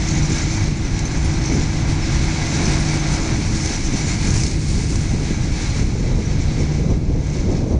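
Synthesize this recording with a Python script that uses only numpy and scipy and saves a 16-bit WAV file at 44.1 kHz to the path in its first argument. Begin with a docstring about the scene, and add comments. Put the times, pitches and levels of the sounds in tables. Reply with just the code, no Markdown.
"""A flail mulcher behind a tractor works a dry hillside, some way off, and slowly draws away.
Its steel flails jingle on their pins, throw soil against the hood, shred brittle stalks and hit stones.
Engine and rotor drone under a blurred diesel clatter and a thin gear whine.
Gusty wind buffets the microphone, harder towards the end."""
import sys
import numpy as np
from scipy.fft import rfft, irfft, next_fast_len
from scipy.io import wavfile
from scipy.ndimage import uniform_filter1d, minimum_filter1d, map_coordinates

SR = 44100
rng = np.random.default_rng(int(sys.argv[2]) if len(sys.argv) > 2 else 0)


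def persist_wave(psi):
    """Save psi, clipped to +-1, as 16-bit WAV."""
    counts = np.round(np.clip(psi, -1, 1) * 32767).astype(np.int16)
    wavfile.write(sys.argv[1], SR, np.atleast_2d(counts).T)


N = 343533
TIME_S = np.arange(N) / SR


def amp(db):
    """dB to gain."""
    return 10 ** (np.asarray(db) / 20)


def unit(x):
    """x at rms 1."""
    return x / np.sqrt(np.mean(x ** 2) + 1e-20)


def noise():
    """White noise."""
    return rng.standard_normal(N)


def curve(rows):
    """(t/s, value) rows, interpolated per sample."""
    return np.interp(TIME_S, *np.transpose(rows))


def wobble(rate_hz):
    """Smooth random curve, rate_hz knots a second."""
    knots = rng.standard_normal(int(N * rate_hz / SR) + 4)
    return map_coordinates(knots, [TIME_S * rate_hz])


def impacts(rate_hz, spread_db):
    """Random impulses of scattered size, rms 1."""
    hits = rng.random(N) < rate_hz / SR
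    return unit(hits * amp(spread_db * np.clip(noise(), -2, 2)))


def filtered(x, response):
    """x through the gain response(f/Hz)."""
    size = next_fast_len(N + SR // 2)
    return irfft(rfft(x, size) * response(np.fft.rfftfreq(size, 1 / SR)), size)[:N]


def coloured(x, spectrum):
    """x shaped by (f/Hz, level/dB) rows, rms 1."""
    hz, db = np.transpose(spectrum)
    return unit(filtered(x, lambda f: amp(np.interp(np.log(f + 1), np.log(hz), db))))


def ring(x, hz, width_hz):
    """x through one damped mode."""
    return filtered(x, lambda f: 1j * f * width_hz / (hz ** 2 - f ** 2 + 1j * f * width_hz))


# Steel flail modes: f/Hz, width/Hz, relative level/dB
FLAIL_MODES = [(4280, 30, -6), (4455, 35, -3), (5200, 200, -6), (5450, 120, -7), (5595, 30, -3),
               (5770, 80, -4), (5885, 45, 0), (6195, 45, 1), (6290, 80, -2), (6530, 90, -6), (6815, 30, -3),
               (6990, 50, -6), (7155, 35, -2), (7300, 90, -9), (7950, 35, -13), (8248, 35, -13),
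               (8995, 35, -16), (9778, 35, -15)]

def flails(gain_db):
    """Flails clash in bunches; each contact rings the modes at new strengths."""
    clashes = impacts(rate_hz=500, spread_db=0.5) * amp(0.83 * wobble(28))
    steel = sum(amp(db) * ring(clashes * noise() * amp(3.4 * wobble(9)), hz, width_hz)
                for hz, width_hz, db in FLAIL_MODES)
    return amp(-42 + gain_db) * unit(steel)


# Sheet-steel hood modes: f/Hz, width/Hz, relative level/dB
HOOD_MODES = [(1636, 60, -0.5), (1680, 17, -8.5), (2017, 48, 1.5), (2159, 117, -0.5), (2233, 69, 0),
              (2294, 62, -0.5), (2497, 180, -6), (3920, 320, -7), (4330, 280, -8.5)]
# Soil impacts: f/Hz, relative level/dB
SOIL_SPECTRUM = [(500, -26), (1100, -8.5), (1500, -2), (2400, 1.5), (2900, -2.5), (3500, -0.5),
                 (4500, -1.5), (6000, 4.5), (7500, -7), (10500, -60)]

def hood(gain_db):
    """A hail of soil and chaff drums on the hood's panels."""
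    hail = impacts(rate_hz=16000, spread_db=1) * noise() * amp(0.7 * wobble(30))
    panels = sum(amp(db) * ring(noise() * amp(1.17 * wobble(14)), hz, width_hz)
                 for hz, width_hz, db in HOOD_MODES)
    return amp(-38.57 + gain_db) * unit(panels) + amp(-37.5 + gain_db) * coloured(hail, SOIL_SPECTRUM)


# Breaking stalks: f/Hz, relative level/dB
STALK_SPECTRUM = [(1000, -15.5), (2500, -1.5), (3300, -9), (4300, 1.5), (5000, 1.5), (6300, 2), (7100, 0.5),
                  (7700, -3.5), (9000, -5.5), (9900, -5.5), (12000, -7.5)]

def stalks(gain_db):
    """Dry stalks tear in a dense fizz with sharper snaps on top."""
    fizz = unit(impacts(rate_hz=16000, spread_db=1) * noise())
    snaps = impacts(rate_hz=200, spread_db=0) * np.sign(noise())
    return amp(-42 + gain_db + 0.99 * wobble(35)) * coloured(fizz + amp(-12) * snaps, STALK_SPECTRUM)


# Glancing flail hits: t/s, f/Hz, relative level/dB
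GLANCING_HITS = [(.17, 6810, -25), (.223, 5870, -25), (.505, 6200, -24), (.847, 6030, -28),
                 (1.05, 6200, -22), (1.243, 9010, -35), (1.549, 6980, -32), (2.02, 5260, -25),
                 (2.795, 9020, -36), (2.992, 6200, -24), (3.652, 5870, -27), (4.401, 5930, -22),
                 (5.7, 4230, -29), (6.252, 5860, -27), (6.588, 5600, -30), (6.899, 5900, -34)]

def clinks(attack_s=0.003, t60_s=0.12, jitter_rad=0.63):
    """A glancing hit leaves one flail ringing on a single bright note."""
    t = np.arange(SR // 4) / SR
    attack = 1 - np.exp(-t / attack_s)
    sound = np.zeros(N + len(t))
    for start_s, hz, db in GLANCING_HITS:
        jitter = jitter_rad * unit(uniform_filter1d(rng.standard_normal(len(t)), size=120))
        envelope = attack * amp(db - 0.5 - 60 * t / t60_s)
        sound[round(start_s * SR):][:len(t)] += envelope * np.sin(2 * np.pi * hz * t + jitter)
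    return sound[:N]


# Hits on stones and thick stalks: t/s, relative level/dB
HARD_HITS = [(0.991, -24), (1.0544, -28), (1.4197, -31), (1.6263, -30), (3.6584, -18), (4.3047, -19),
             (4.34, -25), (4.365, -21), (4.403, -21), (4.4354, -17), (4.466, -20), (4.512, -26),
             (4.9003, -30), (4.9574, -21), (5.6999, -26)]

def strikes(t60_s=0.015):
    """A hard hit is a short crack that sets the flails ringing."""
    t = np.arange(SR // 4) / SR
    envelope = np.zeros(N + len(t))
    for start_s, db in HARD_HITS:
        envelope[round(start_s * SR):][:len(t)] += amp(db - 60 * t / t60_s)
    bursts = envelope[:N] * noise()
    cracks = coloured(bursts, STALK_SPECTRUM)
    steel = sum(amp(db) * ring(bursts * noise(), hz, width_hz) for hz, width_hz, db in FLAIL_MODES)
    return np.std(bursts) * (amp(-2) * cracks + amp(-1.5) * unit(steel))


# Thickness of the dry growth, as crackle gain: t/s, level/dB
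GROWTH_DB = [(0, -0.5), (1.2, -2.5), (2.4, -1), (3.47, 2.5), (3.55, 7.5), (4.15, 3), (4.45, 10.5),
             (4.58, 8), (4.75, 12.5), (4.95, 7.5), (5.35, 1), (5.75, 2), (6.1, -1.5), (7.77, -2.5)]
# Bouts of harder clashing, as jingle gain: t/s, length/s, level/dB
CLASH_BOUTS = [(0.058, 0.63, 5), (1.412, .27, 5), (2.5, 0.46, 2), (3.517, 1.0, 4.5), (7.24, 0.535, 4)]

def mulcher(machine_db, bout_ramp_s=0.014):
    """The rotor feeds unevenly; thick growth adds crackle and jingle, clashing flails stir the hood."""
    growth_db = curve(GROWTH_DB)
    feed_db = 0.7 * wobble(22)
    bouts_db = sum(db * np.clip(np.minimum(TIME_S - s, s + length_s - TIME_S) / bout_ramp_s, 0, 1)
                   for s, length_s, db in CLASH_BOUTS)
    roar_db = machine_db + 0.16 * bouts_db + feed_db
    jingle_db = 1.03 * machine_db + 0.3 * growth_db + bouts_db + feed_db + 1.6 * wobble(28)
    crackle_db = 1.06 * machine_db + growth_db + feed_db + 0.95 * wobble(23)
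    return hood(roar_db) + flails(jingle_db) + stalks(crackle_db) + clinks() + strikes()


# Low drone of engine and rotor: t/s, level/dB
DRONE_DB = [(0, -26), (.55, -26.5), (.9, -36), (1.25, -26.5), (2.4, -27), (2.95, -23.5), (3.7, -33.5),
            (6.1, -30), (6.65, -25.5), (7.3, -32.5)]
# Engine load, as clatter and whine gain: t/s, level/dB
LOAD_DB = [(0, -1), (1.5, 2), (2.4, -1), (3.25, 2), (3.8, -1), (4.6, 0), (5.8, 0), (7.77, 2)]
# Diesel clatter: f/Hz, relative level/dB
DIESEL_SPECTRUM = [(100, -10), (200, 4.5), (260, 6.5), (295, 12.5), (340, 4.5), (440, -5.5), (520, -4),
                   (610, -3), (730, 1), (880, 0.5), (1100, -5.5), (1400, -6.5), (2000, -10.5), (5000, -40)]
# Gear whine: f/Hz, relative level/dB
GEAR_TONES = [(547, -12), (1406, -15.5)]

def tractor(machine_db, drone_hz=149.6, hum_hz=324.3, sag_hz_per_s=0.4, fade_from_s=2.9, fade_db_per_s=2.5):
    """Drone, hum, diesel clatter and gear whine under load; moving air flutters each tone on its own."""
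    drone_phase = 2 * np.pi * np.cumsum(drone_hz + 0.68 * wobble(7)) / SR
    hum_phase = 2 * np.pi * np.cumsum(hum_hz - sag_hz_per_s * TIME_S + 0.8 * wobble(8)) / SR
    hum_db = -35 + 0.53 * machine_db - fade_db_per_s * np.maximum(0, TIME_S - fade_from_s)
    drone = np.sqrt(2) * amp(curve(DRONE_DB) + 1.8 * wobble(11)) * np.sin(drone_phase)
    hum = np.sqrt(2) * amp(hum_db + 0.52 * wobble(6.8)) * np.sin(hum_phase)
    firing = 1 + 0.15 * np.cos(hum_phase / 3)
    clatter = coloured(noise() * firing, DIESEL_SPECTRUM)
    whine = np.zeros(N)
    for hz, db in GEAR_TONES:
        level = amp(db + 1.8 * wobble(11))
        whine += level * np.sin(2 * np.pi * np.cumsum(hz * (1 + 0.00311 * wobble(25))) / SR)
    gain_db = 1.27 * machine_db + curve(LOAD_DB)
    return drone + hum + amp(-35 + gain_db) * clatter + amp(-39.5 + gain_db) * whine


# Wind rumble: t/s, level/dB
RUMBLE_DB = [(0, -19), (1.6, -20), (2.15, -18.5), (2.55, -22), (3.3, -19), (3.7, -22.5), (4.3, -18.5),
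             (5.3, -19.5), (6.2, -19), (7.1, -19.5), (7.77, -17.5)]
# Wind slaps: crest t/s, rumble level/dB, flutter level/dB, 1/e half-width/s
WIND_SLAPS = [(0.681, -13.5, -36, 0.014), (1.542, -19.5, -23.5, 0.095), (2.643, -27, -26.5, 0.14),
              (3.402, -21.5, -29, .04), (3.653, -19, -28, 0.023), (3.94, -17, -23, 0.023),
              (4.081, -18.5, -32, 0.014), (4.293, -18, -27.5, 0.048), (4.577, -27, -25, 0.01),
              (4.78, -16, -28, 0.025), (5.144, -19, -25, 0.035), (5.314, -28, -27, 0.01),
              (5.82, -19, -22.5, 0.015), (6.07, -26, -27, 0.11), (6.605, -22, -23, .04),
              (6.894, -17.5, -24, 0.071), (7.498, -22, -25.5, 0.043), (7.6, -30, -27, 0.15),
              (7.736, -26, -20.5, .024)]
# Wind bands, low to high: f/Hz, relative level/dB
RUMBLE_SPECTRUM = [(8, -21), (22, -1.5), (40, -1), (80, -2), (130, -4), (200, -11.5), (300, -23.5),
                   (450, -33.5), (900, -76)]
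FLUTTER_SPECTRUM = [(60, -22), (170, 0), (225, 0), (280, -1), (350, -4.5), (450, -11), (700, -29),
                    (1200, -36.5), (3000, -67)]
EDGE_SPECTRUM = [(150, -21), (350, -2), (500, 0.5), (750, -9), (1100, -18.5), (2000, -43), (5000, -49.5)]

def wind(freshen_s=4.12, flutter_db_per_s=0.7, edge_db_per_s=3.5):
    """Eddies and slaps at the microphone port; as the wind freshens they reach higher frequencies."""
    pushes, slaps = np.zeros((2, N))
    for crest_s, push_db, slap_db, half_width_s in WIND_SLAPS:
        bell = np.exp(-((TIME_S - crest_s) / half_width_s) ** 2)
        pushes += amp(push_db) * bell
        slaps += amp(slap_db) * bell
    rumble_gain = np.hypot(amp(curve(RUMBLE_DB) + 0.89 * wobble(9)), pushes)
    rumble = rumble_gain * coloured(noise(), RUMBLE_SPECTRUM)
    rising_s = np.maximum(0, TIME_S - freshen_s)
    eddies = unit(amp(2.8 * wobble(45) + 1.02 * wobble(7.3)))
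    force = np.hypot(amp(-30.5 + flutter_db_per_s * rising_s) * eddies, slaps)
    flutter = coloured(noise(), FLUTTER_SPECTRUM)
    edge = amp(-19 + edge_db_per_s * rising_s) * coloured(noise(), EDGE_SPECTRUM)
    return rumble + force * (flutter + edge)


# Loudness of the machine at the microphone, swelling and fading as it draws away, with sudden drops at 0.7,
# 3.38 and 5.84 s: t/s, relative level/dB
MACHINE_LEVEL_DB = [(0.0, -33), (0.48, -32.5), (0.68, -33.5), (0.7, -37), (1.48, -34.0), (1.74, -34.5),
                    (2.68, -30.5), (3.36, -32.5), (3.38, -35.0), (4.25, -33.0), (4.58, -39.0), (5.82, -34.5),
                    (5.84, -38.5), (6.7, -38.5), (7.08, -46.5), (7.34, -40.5), (7.74, -46), (7.79, -51)]

def scene(reference_db=-36):
    """Tractor and mulcher swell, flutter and fade together in the windy field."""
    machine_db = curve(MACHINE_LEVEL_DB) - reference_db + 0.68 * wobble(18)
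    return (tractor(machine_db) + mulcher(machine_db) + wind())[None]


def limiter(x, threshold_db):
    """Fast gain reduction on the highest peaks."""
    needed_gain = np.minimum(1, amp(threshold_db) / (np.abs(x) + 1e-9))
    return x * uniform_filter1d(minimum_filter1d(needed_gain, size=700), size=600)


# Camera treble response: f/Hz, level/dB
TREBLE_RESPONSE = [(20, 0), (9000, 0), (9900, -7), (10400, -13.5), (10800, -27), (11050, -27.5),
                   (11700, -28), (12300, -32)]

def record(dry):
    """The camera limits wind peaks, dulls the treble and cuts off at 12.3 kHz."""
    hz, db = np.transpose(TREBLE_RESPONSE)
    limited = limiter(dry[0], threshold_db=-6)
    dulled = filtered(limited, lambda f: amp(np.interp(f, hz, db)))
    return filtered(dulled, lambda f: f < 12300)[None]


dry = scene()
out = record(dry)
persist_wave(out)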